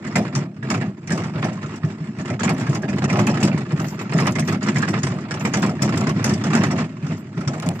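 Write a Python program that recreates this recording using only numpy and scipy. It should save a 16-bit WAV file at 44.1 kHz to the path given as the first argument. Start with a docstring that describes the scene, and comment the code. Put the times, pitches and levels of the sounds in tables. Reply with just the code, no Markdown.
"""A plastic-tub wheelbarrow on rough concrete, just below a hand-held phone: the wheel shakes the tub,
whose modes drum low; each bounce booms at its own low pitch. Frame and loose steel parts chatter and
knock as shaped noise, and each knock adds short hollow rings. The axle squeaks very high now and then as
hiss with arching whistles; two sharp noise ticks fall near the end. Outdoor hiss and air rumble are faint."""
import sys
import numpy as np
from scipy import signal
from scipy.fft import rfft, irfft, next_fast_len
from scipy.io import wavfile
from scipy.ndimage import uniform_filter1d, map_coordinates

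SR = 44100
rng = np.random.default_rng(int(sys.argv[2]) if len(sys.argv) > 2 else 0)


def wav_record(signal):
    """Record a signal, one row per channel, as 16-bit PCM in the file named by sys.argv[1]."""
    frames = np.transpose(np.atleast_2d(signal))
    bounded = np.clip(frames, -1, 1)
    # unit amplitude maps onto the largest positive 16-bit level
    quanta = np.round(bounded * 32767).astype(np.int16)
    wavfile.write(sys.argv[1], SR, quanta)


def rack_gain(trim_db):
    """Turn a fader trim in dB into the linear factor to multiply a signal by."""
    fader = np.asarray(trim_db, float)
    return 10 ** (fader / 20)


N = 343980


def unit(x):
    """Scales to rms 1."""
    return x / np.sqrt(np.mean(x ** 2) + 1e-20)


def along(points, hz):
    """Interpolates (hz, value) points on a log-frequency axis."""
    points_hz, values = np.transpose(points)
    return np.interp(np.log(hz + 1), np.log(points_hz + 1), values)


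def wobble(rate_hz):
    """Smooth random curve, rate_hz knots a second."""
    knots = rng.standard_normal(int(N * rate_hz / SR) + 4)
    return map_coordinates(knots, [np.arange(N) * rate_hz / SR])


def filtered(x, response):
    """Applies a complex frequency response."""
    size = next_fast_len(N + 8192)
    return irfft(rfft(x, size) * response(np.fft.rfftfreq(size, 1 / SR)), size)[..., :N]


def noise(spectrum):
    """Two unrelated smooth noises, joint rms 1, with this colour."""
    return unit(filtered(rng.standard_normal((2, N)), lambda hz: rack_gain(along(spectrum, hz))))


def patchy(spectrum, patchy_db):
    """Two unrelated coloured noises; patches of pitch swell and fade as different parts ring."""
    white = rng.standard_normal((2, N), dtype=np.float32)
    hz, _, z = signal.stft(white, SR, nperseg=512)
    field = uniform_filter1d(rng.standard_normal(z.shape[1:]), size=3, axis=0)
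    field = uniform_filter1d(field, size=5, axis=1)
    gain_db = along(spectrum, hz)[:, None] + patchy_db * unit(field)
    return unit(signal.istft(z * rack_gain(gain_db), nperseg=512)[1][:, :N])


def jolts(rate_hz, spread_db, t60_s, rise_s):
    """Envelope of rms 1: small random contacts that swell and die fast, a few far stronger."""
    strength_db = spread_db * np.minimum(rng.exponential(size=N), 4)
    kicks = (rng.random(N) < rate_hz / SR) * rack_gain(strength_db) ** 2
    power = signal.lfilter([1], [1, -rack_gain(-120 / (t60_s * SR))], kicks)
    return unit(np.sqrt(np.abs(uniform_filter1d(power, round(rise_s * SR) + 1)) + 1e-9))


def blows(times_s, levels_db, t60_s, attack_s, crack_db):
    """Envelope of many blows: fast rise, short crack, rattle that holds then falls; powers add."""
    power, t = np.zeros(N + SR), np.arange(SR // 3) / SR
    rattle = rack_gain(-60 * (t / t60_s) ** 1.54) ** 2
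    crack = rack_gain(crack_db - 60 * t / 0.049) ** 2
    shape = (1 - np.exp(-t / attack_s)) ** 2 * (rattle + crack)
    for start_s, level_db in zip(times_s, levels_db):
        power[round(start_s * SR):][:len(t)] += rack_gain(level_db) ** 2 * shape
    return np.sqrt(power[:N])


def low_cut(hz):
    """Keeps deep bass out of the tub sounds: fourth-order slope below 85 Hz."""
    return (1j * hz / 85) ** 4 / (1 + (hz / 85) ** 8) ** .5


def outdoors():
    """Faint outdoor hiss, uneven over pitch and time."""
    spectrum = [(200, -56.5), (500, 15), (2500, -12.5), (4000, -36), (7500, 0), (9000, -44), (11000, -82)]
    return rack_gain(-56.5) * patchy(spectrum, patchy_db=11.0)


# low air rumble: hz, density_db (dB per Hz)
AIR = [(12, -28), (22, -10.5), (55, -13.5), (70, 1), (90, -41.5)]


def air(shudder):
    """Low air rumble that follows the shuddering tub, with a slow random level."""
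    return rack_gain(-64 + 2.5 * wobble(7)) * shudder * noise(AIR)


# snaps of grit: start_s, level_db (relative)
TICKS = [(7.6001, -17.5), (7.6893, -10.5)]


def ticks():
    """A grain of grit snaps: a noise burst, wide in pitch, that falls 60 dB in 4.6 ms."""
    burst, t = np.zeros(N + SR), np.arange(SR // 50) / SR
    for start_s, level_db in TICKS:
        burst[round(start_s * SR):][:len(t)] += rack_gain(level_db - 3.5 - 60 * t / 0.0046)
    return burst[:N] * noise([(800, -49), (2000, 7), (8000, 4.5), (13000, -14), (16000, -10.5)])


# axle squeaks: start_s, length_s, level_db
SQUEAKS = [(0.345, 0.035, -81), (3.772, 0.2, -53.5), (4.004, 0.041, -56), (4.428, 0.12, -55),
           (5.366, 0.15, -58), (5.574, 0.039, -54), (7.168, .055, -61), (7.734, 0.059, -60)]


def squeaks():
    """Dry axle: a hiss that swells, with thin whistles that arch up and down in it."""
    swell, whistles = np.zeros(N + SR), np.zeros((2, N + SR))
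    for (start_s, length_s, level_db), draws in zip(SQUEAKS, rng.random((len(SQUEAKS), 8, 3))):
        u = np.linspace(0, 1, round(length_s * SR))
        start, shape = round(start_s * SR), rack_gain(level_db) * np.sin(np.pi * u) ** 0.85
        arch = 1 - 0.87 * (u - .3 - .4 * draws[:, 1:2]) ** 2
        hz = (12000 + 2800 * draws[:, :1]) * arch
        gate = np.exp(-((u - .3 - .5 * draws[:, 2:]) / 0.11) ** 2)
        tones = gate * np.sin(2 * np.pi * np.cumsum(hz, axis=1) / SR)
        pair = [tones[::2].sum(axis=0), tones[1::2].sum(axis=0)]
        swell[start:][:len(u)] += shape
        whistles[:, start:][:, :len(u)] += rack_gain(-1) * shape * pair
    hiss = noise([(8500, -37), (10500, -4.5), (13500, 1.5), (15300, -1), (16200, -39.5)])
    return swell[:N] * hiss + whistles[:, :N]


def rolling(dips, swing_db, base_db, follows, after):
    """Level of rolling chatter: a share of the ground's swing, plus the rattle after blows."""
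    return dips * np.hypot(rack_gain(base_db + follows * swing_db), after)


RATTLE_DB, RATTLE_T60_S = -15.5, 0.14  # loose parts rattle on after a blow; dB relative to it
# loose steel blows: start_s, level_db (relative), sizzle_db (re level_db)
CLINKS = [(0.068, -35, -29), (0.156, -17.5, -23), (0.3506, -19, -46), (0.4075, -52, -35), (0.629, -42, -27),
          (0.7008, -23, -21), (0.74, -34, -19), (0.7726, -40, -35), (0.8255, -48, -32), (1.073, -28.5, -36),
          (1.1034, -29, -22), (1.1199, -21, -32), (1.174, -28, -21), (1.2361, -37, -26), (1.4217, -36, -25),
          (1.4426, -31.5, -24), (1.529, -35, -29), (1.6157, -46, -33), (1.6611, -45, -44),
          (1.7065, -47, -41), (1.7579, -39, -18), (1.8477, -40, -44), (2.1844, -41, -34),
          (2.2114, -36, -35), (2.256, -33.5, -33), (2.2857, -43, -32), (2.301, -30, -35),
          (2.3965, -25.5, -39), (2.4328, -20.5, -27), (2.4916, -23, -19.5), (2.541, -49, -24),
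          (2.5775, -36, -18), (2.598, -32, -22), (2.666, -37, -35), (2.6923, -31, -27), (2.731, -35, -35),
          (2.7472, -27, -20), (2.82, -38, -22), (2.888, -34, -26), (2.9597, -39, -22), (2.9831, -34, -27),
          (3.0225, -35, -26), (3.0405, -26.5, -32), (3.0999, -28, -27), (3.1276, -29, -18),
          (3.1552, -43, -23), (3.1692, -31, -21), (3.1921, -26, -19), (3.267, -20, -18.5),
          (3.3129, -37, -25), (3.3424, -31, -33), (3.4032, -29.5, -23), (3.4288, -15.5, -23),
          (3.474, -28, -33), (3.576, -32, -32), (3.712, -47, -33), (3.7194, -39, -27), (3.798, -33.5, -34),
          (3.8671, -34.5, -25), (3.881, -31, -28), (3.9916, -36, -22), (4.115, -35, -31), (4.134, -27, -28),
          (4.179, -25, -24), (4.2003, -23, -24), (4.2525, -36, -12), (4.2677, -21.5, -17),
          (4.3206, -30, -21), (4.353, -24.5, -32), (4.394, -21.5, -17), (4.475, -25.5, -30),
          (4.5237, -29.5, -20), (4.6069, -46, -36), (4.6284, -25.5, -36), (4.667, -30, -35),
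          (4.6838, -28, -34), (4.7446, -35, -29), (4.7596, -27, -27), (4.782, -26.5, -24),
          (4.82, -25.5, -25), (4.884, -24.5, -21), (4.9873, -35, -32), (5.0315, -20, -40),
          (5.1153, -37, -33), (5.2071, -42, -39), (5.3084, -23.5, -31), (5.394, -34.5, -24),
          (5.4515, -24, -25), (5.5355, -19, -32), (5.5697, -25, -26), (5.6198, -25, -21), (5.643, -36, -19),
          (5.661, -31, -21), (5.694, -30.5, -25), (5.8192, -18.5, -19), (5.8213, -18.5, -25),
          (5.8895, -27.5, -27), (5.956, -33, -23), (5.9738, -20, -24), (6.007, -28, -21),
          (6.0681, -27, -26), (6.0916, -27.5, -21), (6.1409, -48, -35), (6.1515, -45, -35),
          (6.2413, -15, -19), (6.2916, -23, -23), (6.3365, -23.5, -26), (6.4023, -47, -22),
          (6.4375, -22.5, -29), (6.5031, -35, -34), (6.533, -28, -22), (6.5503, -18.5, -25),
          (6.6343, -21, -22), (6.7096, -26, -24), (6.7766, -33.5, -34), (6.8009, -32.5, -36),
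          (7.065, -38, -26), (7.1302, -49, -30), (7.4066, -35, -24), (7.4752, -23.5, -35),
          (7.5328, -37, -20), (7.6016, -44, -13), (7.6226, -32, -17), (7.661, -31, -17), (7.6863, -39, -14)]


def clinks():
    """Envelopes of the steel clinks, of their sizzle and of the tinkle and pings that follow."""
    start_s, level_db, sizzle_db = np.transpose(CLINKS)
    sizzle_db = level_db + sizzle_db
    return (blows(start_s, level_db - 8.5, 0.043, 0.0012, crack_db=5.0),
            blows(start_s, sizzle_db - 3.5, 0.033, 0.0025, crack_db=8.5),
            blows(start_s, level_db + RATTLE_DB + 3.0, RATTLE_T60_S, 0.0042, crack_db=-19),
            blows(start_s, sizzle_db - 10.5, RATTLE_T60_S, 0.012, crack_db=-30))


# brightest steel: hz, density_db (dB per Hz)
SIZZLE = [(5000, -95.5), (7000, -36), (8800, 2), (10300, -1), (13400, -8), (15300, -11), (16300, -92)]


def sizzle(roll, pings, hit):
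    """Bright steel noise: rises faster than the rolling; after a clink, single contacts ping."""
    return np.hypot(rack_gain(-7.5) * roll ** 1.5 + pings, hit) * patchy(SIZZLE, patchy_db=2.5)


# loose steel: hz, density_db (dB per Hz)
STEEL = [(2120, -13.5), (3600, -6), (3890, -15.5), (4590, -4.5), (5500, 1.5), (6340, -3.5), (7070, -1),
         (8210, -6), (9200, -22.5), (12000, -72), (20200, -120)]


def steel(roll, hit):
    """Loose steel: patchy noise under the combined power of tinkle and clinks."""
    return np.hypot(roll, hit) * patchy(STEEL, patchy_db=4.0)


# bumps: start_s, knock_db (relative), thud_db (re knock_db), ring_hz, ring_db (re knock_db)
KNOCKS = [(0.0638, -27.5, -6, 1900, -3.5), (0.155, -9, -7, 2110, -7), (0.2862, -34.5, 0, 1330, -1),
          (0.353, -19, -9.5, 1210, -7), (0.4134, -28, -5, 1220, -1), (0.6265, -26.5, -24, 1720, -2.5),
          (0.701, -13.5, -9.5, 1010, -16), (0.7402, -17, -9, 1140, -3), (0.817, -25.5, -4, 1760, -2),
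          (1.0742, -28.5, -9, 2210, -7.5), (1.095, -24.5, -12, 1340, -7), (1.1033, -18, -6, 1660, -8.5),
          (1.1166, -21, -3.5, 1650, -4), (1.1752, -17.5, -12, 1140, -5), (1.236, -27, -15, 1330, -4),
          (1.358, -22, -7, 1060, -15), (1.4263, -14.5, -8.5, 1070, -9), (1.4837, -25.5, -1.5, 1250, -5),
          (1.5768, -33.5, -18, 1060, 0), (1.6433, -31, -18, 1230, 2), (1.7664, -37.5, -2, 1680, -19),
          (1.8333, -26, -15, 1160, -5), (2.0886, -49, -5, 1700, -7), (2.1865, -26, -7, 2280, -11),
          (2.2568, -26, -15, 2100, -10), (2.291, -24, -1.5, 1390, -3), (2.301, -24.5, -19, 2100, -6),
          (2.393, -20, -21, 1320, -8), (2.4057, -18.5, -22, 1510, -6), (2.4318, -11, -19, 1420, -13),
          (2.4485, -22.5, -21, 1115, -2), (2.4788, -13.5, -9, 2150, -12.5), (2.4917, -12, -13, 1020, -10),
          (2.5426, -34, -7, 1340, -7), (2.579, -30, -2, 1920, -12), (2.668, -19, -20, 1580, -6.5),
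          (2.7288, -20, -4.5, 1120, -4), (2.753, -18.5, -17, 1075, -10), (2.817, -34, 6.5, 1880, -11),
          (2.8328, -26.5, -6, 1710, -1), (2.8853, -23.5, -3, 2300, -8.5), (2.9673, -25, -1.5, 1070, -6),
          (3.02, -17.5, -6, 1360, -20), (3.039, -16.5, -24, 1290, -11), (3.084, -28, -23, 1320, -10),
          (3.0984, -18, -3, 2160, -5.5), (3.1285, -18.5, -5.5, 1210, 1), (3.1567, -17, -2, 1225, -9),
          (3.1906, -11.5, -11.5, 1070, -7), (3.237, -21.5, -3.5, 1170, -7), (3.27, -12.5, -7, 2350, -10.5),
          (3.339, -19.5, -9, 1290, -10), (3.401, -23, -1, 1710, -15), (3.4274, -14, -9, 2640, -13.5),
          (3.475, -15.5, -7.5, 1360, -14), (3.5144, -26, -16, 2400, -9), (3.5372, -40, -10, 1070, -7),
          (3.5783, -26.5, -13, 1300, -2), (3.707, -24, -10, 1240, -3), (3.7945, -23, -3, 1430, 1.5),
          (3.9973, -23.5, -11, 1170, -8), (4.0544, -28.5, -12.5, 1330, -2), (4.1226, -14, -8.5, 1330, -8.5),
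          (4.1864, -10.5, -10.5, 1270, -11), (4.2218, -15, -17, 1030, -8), (4.257, -16.5, -3, 1970, -11),
          (4.2722, -9, -31, 1180, -7), (4.338, -32, -10, 1070, -7), (4.355, -17.5, -10, 2050, -6),
          (4.4223, -27.5, -19, 2010, -3), (4.4834, -18, -11.5, 1880, -8), (4.5207, -21, -8.5, 1006, -7),
          (4.6109, -30, -8, 1295, -7), (4.6266, -23.5, -8.5, 1820, -8.5), (4.6745, -15, -17, 1375, -18),
          (4.7577, -16.5, -14.5, 1820, -5), (4.8045, -22.5, -31, 1560, -10),
          (4.826, -12.5, -30, 1590, -4.5), (4.8333, -21, -22, 1690, -2), (4.8783, -16, -13, 1860, -9),
          (4.9338, -18.5, -17, 1230, -9), (4.9494, -25.5, -17, 1760, -7), (5.0333, -17, -36, 1930, -10),
          (5.0644, -24, -29, 1070, -3), (5.1193, -21, -5, 1080, -9), (5.251, -26, -10, 1190, -7),
          (5.293, -42, -8, 1300, -2), (5.309, -15.5, -12.5, 1760, -10.5), (5.3717, -21.5, -8.5, 1180, -11),
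          (5.423, -29.5, -6, 1340, 0), (5.4495, -12.5, -14.5, 2100, -8.5), (5.5378, -15, -8, 1850, -5),
          (5.5705, -19.5, -6, 1730, -14), (5.6271, -12, -9, 1340, -11), (5.647, -16.5, -18, 1090, -3),
          (5.6915, -23.5, -6, 1330, -3), (5.7915, -30.5, 4, 1710, -7), (5.8182, -21, 0, 2590, -17),
          (5.8316, -17.5, -11.5, 1280, -4.5), (5.8903, -20, -9, 1250, 1), (5.9233, -20.5, -9, 1090, -5),
          (5.9703, -18.5, -8.5, 1370, -7), (6.012, -17.5, -7, 1280, -3), (6.0688, -16.5, -7, 1080, -4),
          (6.0957, -18.5, -9, 1080, -3), (6.2431, -15, -5.5, 1800, -12), (6.2976, -15, -11, 1010, -13),
          (6.4392, -17.5, -7, 1290, -6), (6.5313, -11.5, -5, 1510, -10), (6.551, -12, -17, 1370, -7),
          (6.58, -23.5, -7.5, 1750, -3), (6.6109, -19, -3, 2650, -15), (6.637, -11.5, -21, 1983, -15.5),
          (6.7052, -19, -1, 1340, -5), (6.7797, -22, -12.5, 1060, -4), (6.8014, -17.5, -11.5, 1130, -12),
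          (7.3726, -34, -8, 1260, -3), (7.4094, -28, -3, 1370, -1), (7.4749, -19, -6.5, 1290, -3),
          (7.5333, -26.5, -1, 1270, 1), (7.5996, -37, -13, 2260, -5), (7.6258, -19, -1.5, 1190, -7),
          (7.665, -25.5, -3, 1100, -2), (7.6857, -28.5, 0.5, 1210, -7)]


def knocks():
    """Envelopes of the knocks: upper frame, low thud and the rattle that follows."""
    start_s, knock_db, thud_db, _, _ = np.transpose(KNOCKS)
    return (blows(start_s, knock_db - 12.5, 0.079, 0.00027, crack_db=1.5),
            blows(start_s, knock_db + thud_db - 6.5, 0.22, 0.011, crack_db=-13.5),
            blows(start_s, knock_db + RATTLE_DB, RATTLE_T60_S, 0.0041, crack_db=-33))


# tub wall modes: mode_hz, level_db
PANEL = [(960, -15.5), (1070, -2.5), (1130, -16), (1240, -8.5), (1330, -3), (1440, -7.5), (1600, -2),
         (1690, 1), (1820, -4), (1960, -3.5), (2060, 0), (2180, -4), (2380, 2), (2620, 6), (2850, 2)]


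def rings():
    """Every knock leaves a short hollow ring: wall modes near its pitch, each slightly detuned at random."""
    spread, detune, t60_s = .13, 0.024, 0.09  # log-pitch reach, largest share of pitch
    ring, t = np.zeros((2, N + SR)), np.arange(SR // 10) / SR
    mode_hz, mode_db = np.transpose(PANEL)[..., None]
    for (start_s, knock_db, _, ring_hz, ring_db), draw in zip(KNOCKS, rng.random((len(KNOCKS), 3, len(PANEL), 1))):
        pitch_hz = mode_hz * (1 + detune * (2 * draw[0] - 1))
        weight = rack_gain(mode_db) * np.exp(-(np.log(mode_hz / ring_hz) / spread) ** 2)
        cluster = weight * np.sin(2 * np.pi * (pitch_hz * t + draw[1:]))
        shape = (1 - np.exp(-t / 0.00077)) * rack_gain(knock_db + ring_db - 60 * t / t60_s)
        ring[:, round(start_s * SR):][:, :len(t)] += shape * cluster.sum(axis=1)
    return ring[:, :N]


# low frame thud: hz, density_db (dB per Hz)
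BODY = [(150, -81.5), (300, -20), (450, -8.5), (640, 2.5), (900, -8.5), (1300, -21.5), (3000, -88.5)]


def thud(hit):
    """Low frame thud: patchy noise under the thud envelope."""
    return hit * patchy(BODY, patchy_db=-2.5)


# frame: hz, density_db (dB per Hz)
FRAME = [(240, -46), (400, 4), (519, -10.5), (641, -22.5), (699, -6.5), (971, -5), (1330, -3), (1530, -9),
         (1730, -6), (2720, -12), (3080, -16.5), (4000, -20.5), (5200, -21), (8800, -120)]


def frame(roll, hit):
    """Frame: patchy noise under the combined power of chatter and knocks."""
    return np.hypot(roll, hit) * patchy(FRAME, patchy_db=2.0)


# shaking from the ground: time_s, level_db
ROLL = [(0, -28), (.4, -24.5), (.8, -24), (1.2, -24), (1.6, -27.5), (2.0, -32), (2.5, -21), (2.9, -22.5),
        (3.25, -20.5), (3.6, -23), (4.05, -26.5), (4.249, -21), (4.9, -20), (5.3, -27), (5.7, -20.5),
        (6.6, -20.5), (7.0, -24.5), (7.4, -27), (7.8, -28.5)]


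def ground_shaking():
    """Shaking level from the ground in dB, interpolated."""
    return np.interp(np.arange(N) / SR, *np.transpose(ROLL))


# brief changes of the shaking, nearly all dips: middle_s, length_s, change_db
LULLS = [(0.311, 0.058, -4.5), (0.543, 0.17, -9.5), (.99, 0.19, -10.5), (1.312, 0.017, -3.5),
         (1.806, 0.041, -4.5), (2.142, 0.1, -3), (2.382, 0.049, -7), (2.567, 0.027, -3.5),
         (2.651, 0.033, -2), (2.805, 0.044, -3.5), (2.873, 0.015, -6), (3.008, 0.022, -4.5),
         (3.07, 0.014, -9.5), (3.385, 0.02, -1.5), (3.664, 0.059, -6.5), (4.059, 0.026, -2),
         (4.34, 0.038, -4), (4.463, 0.026, -1.5), (4.6, 0.056, -5.5), (4.734, 0.053, -3),
         (4.868, 0.016, -2.5), (5.021, .04, -1), (5.287, 0.046, -2.5), (5.395, 0.025, -3),
         (5.763, 0.12, -4.5), (6.14, 0.051, -3), (6.225, 0.01, 1), (6.392, 0.023, -1.5), (6.43, 0.017, -3),
         (6.503, 0.023, -0.5), (6.623, 0.016, -0.5), (6.945, 0.17, -7), (7.278, 0.19, -5),
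         (7.464, 0.12, -3)]


def lulls():
    """Gain of the shaking: it shifts and returns smoothly around each row, nearly always down."""
    middle_s, length_s, change_db = np.transpose(LULLS)[..., None]
    t = np.arange(0, N, 64) / SR
    gain_db = (change_db * np.exp(-(2 * (t - middle_s) / length_s) ** 4)).sum(axis=0)
    return rack_gain(np.interp(np.arange(N) / SR, t, gain_db))


# tub bounces: start_s, level_db (relative), pitch_hz
BOUNCES = [(0.064, -20, 201), (0.155, -8.5, 184.5), (0.198, -10.5, 196), (0.359, -8.5, 143),
           (0.398, -25.5, 164), (0.46, -19, 189.4), (0.626, -14, 136.5), (0.697, -11, 219),
           (0.769, -17, 118), (0.819, -18.5, 144), (0.878, -13, 198), (1.107, -9.5, 176), (1.176, -20, 205),
           (1.354, -9.5, 157.7), (1.434, -9.5, 150), (1.646, -23, 127), (1.839, -5.5, 151.5),
           (2.005, -16, 152), (2.086, -16, 214.7), (2.183, -13.5, 153), (2.308, -14, 128),
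           (2.408, -11.5, 221), (2.457, -8, 180), (2.538, -14, 151), (2.689, -5.5, 140.3), (2.89, -14, 237),
           (2.944, -11, 198), (3.033, -7.5, 143), (3.117, -11.5, 135), (3.19, -7.5, 201), (3.267, -9, 220),
           (3.427, -4.5, 193), (3.531, -9, 161), (3.608, -20, 178), (3.727, -8, 159), (3.793, -14.5, 153),
           (4.145, -5, 162), (4.198, -11.5, 148), (4.277, -25, 199), (4.419, -11.5, 148),
           (4.52, -12.5, 185), (4.678, -10, 194), (4.756, -8.5, 145), (4.895, -14, 157), (5.038, -11, 144),
           (5.111, -12.5, 127), (5.317, -21, 161), (5.449, -8, 195.6), (5.562, -10, 170.3),
           (5.629, -11, 205), (5.681, -12, 205), (5.819, -10, 134.4), (5.887, -14.5, 115),
           (5.968, -11, 160), (6.078, -11.5, 157), (6.161, -11, 152.5), (6.245, -17, 127),
           (6.309, -12.5, 195), (6.444, -9, 147), (6.53, -10.5, 223), (6.598, -6, 148), (6.64, -10, 192),
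           (6.696, -15, 244), (6.798, -14, 236), (7.027, -12.5, 156), (7.094, -10, 159), (7.371, -10, 165),
           (7.471, -8.5, 141.4), (7.663, -8, 172)]


def thumps():
    """Each bounce booms at its own low pitch, with a soft start."""
    boom, t = np.zeros(N + SR), np.arange(SR // 4) / SR
    for (start_s, level_db, pitch_hz), phase in zip(BOUNCES, rng.random(len(BOUNCES))):
        shape = (1 - np.exp(-t / 0.0071)) * rack_gain(level_db + 1.5 - 60 * t / 0.11)
        boom[round(start_s * SR):][:len(t)] += shape * np.sin(2 * np.pi * (pitch_hz * t + phase))
    return filtered(boom[:N], low_cut) * [[1], [0]]  # first of the pair that ports() blends


def tub_shudder(contact, shake_db):
    """Tub level: the ground's shaking, plus a shudder that goes on after each bounce."""
    start_s, level_db, _ = np.transpose(BOUNCES)
    after = blows(start_s, level_db - 12, 0.18, 0.005, crack_db=-43)
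    return contact * np.hypot(rack_gain(shake_db - 0.5), after)


# tub modes: mode_hz, width_hz, level_db
TUB = [(100.6, 14.1, -6), (125, 27.4, -6), (153.9, 13.76, -0.5), (184.1, 29.3, -4), (205, 25.3, -1.5),
       (252.7, 33.9, -7.5), (295, 47.5, -11), (370.4, 46.8, -14.5), (634.5, 53, -24)]


def tub_modes(hz):
    """Sum of resonances in alternating polarity."""
    total = 0
    for k, (mode_hz, width_hz, level_db) in enumerate(TUB):
        damping = 1j * hz * width_hz
        total = total + (-1) ** k * rack_gain(level_db) * damping / (mode_hz ** 2 - hz ** 2 + damping)
    return total


def tub(level, drive):
    """The rough ground shakes the tub through the wheel; its modes drum."""
    ring = filtered(drive * rng.standard_normal((2, N)), lambda hz: tub_modes(hz) * low_cut(hz))
    # partly levelled: loudness follows the ground, not the beats
    beats = np.sqrt(np.abs(uniform_filter1d(ring[0] ** 2, size=2200)) + 1e-9)
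    return level * unit(ring / beats ** 0.53)


# left-right likeness: hz, likeness
ALIKE = [(30, .8), (70, .985), (170, .997), (350, .99), (700, .93), (1200, .76), (1900, .45), (2300, .25),
         (3700, .2), (5000, .4), (8000, .15), (15000, .15)]
# left lag: hz, lag_rad
LAG = [(100, .05), (340, .12), (520, .3), (1000, 1.0), (1500, 1.5), (2100, 1.2), (2600, 0), (3200, -1.5),
       (4800, -3.2), (8000, -3.3)]
# left minus right: hz, lean_db
LEAN = [(100, -0.5), (300, 0.1), (900, 0.3), (1200, -1.5), (1800, -8), (2700, -6.5), (4200, 5.5),
        (5000, 1.5), (7000, 6.5), (8500, -5), (11000, -5), (14000, 4)]


def ports(pair):
    """Two microphone ports: alike in the bass, a lag and a lean that change with pitch above."""
    def blend(hz):
        angle = np.arccos(np.clip(along(ALIKE, hz), -1, 1)) / 2
        return np.array([np.cos(angle), np.sin(angle)])

    sign = np.array([[1], [-1]])  # left, right

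    def offset(hz):
        return rack_gain(sign * along(LEAN, hz) / 2) * np.exp(-.5j * sign * along(LAG, hz))

    mid, side = filtered(pair, blend)
    return filtered(np.array([mid + side, mid - side]), offset)


def scene():
    """One shaking drives tub, frame and steel; chatter and blows share colours, over a faint outdoor hiss."""
    shake_db, contact = ground_shaking(), lulls()
    swing_db = shake_db - shake_db.mean()
    frame_hit, thud_hit, frame_after = knocks()
    steel_hit, sizzle_hit, steel_after, sizzle_after = clinks()
    shudder = tub_shudder(contact, shake_db)

    # the tyre never quite stops grinding; loose steel adds contacts of its own
    chatter = np.hypot(.35, jolts(130, spread_db=3.5, t60_s=0.1, rise_s=0.0021))
    own_contacts = jolts(280, spread_db=8.0, t60_s=0.15, rise_s=.0015)
    tinkle = np.hypot(0.89 * chatter, 0.46 * own_contacts)
    frame_roll = chatter * rolling(contact ** 1.65, swing_db, -37, 0.89, frame_after)
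    steel_roll = tinkle * rolling(contact ** 1.6, swing_db, -51.5, 0.71, steel_after)
    pings = contact * sizzle_after * jolts(70, spread_db=4.5, t60_s=.025, rise_s=.0012)
    grit = rack_gain(1.35 * wobble(400))  # each blow is itself a flurry of tiny contacts

    mix = outdoors() + air(shudder) + ticks() + squeaks()
    mix = mix + sizzle(steel_roll, pings, grit * sizzle_hit) + steel(steel_roll, grit * steel_hit)
    mix = mix + rings() + thud(thud_hit) + frame(frame_roll, grit * frame_hit)
    mix = mix + thumps() + tub(shudder, 0.72 + chatter + rack_gain(40.5) * thud_hit)
    return ports(mix)


def low_pass(x):
    """Removes everything above the highest recorded frequency."""
    return signal.sosfilt(signal.butter(12, 16360, fs=SR, output="sos"), x)


def record(dry):
    """The phone rounds off the highest peaks."""
    soft = dry / (1 + np.abs(dry / .85) ** 5) ** (1 / 5)
    return low_pass(soft)


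dry = scene()
out = record(dry)
wav_record(out)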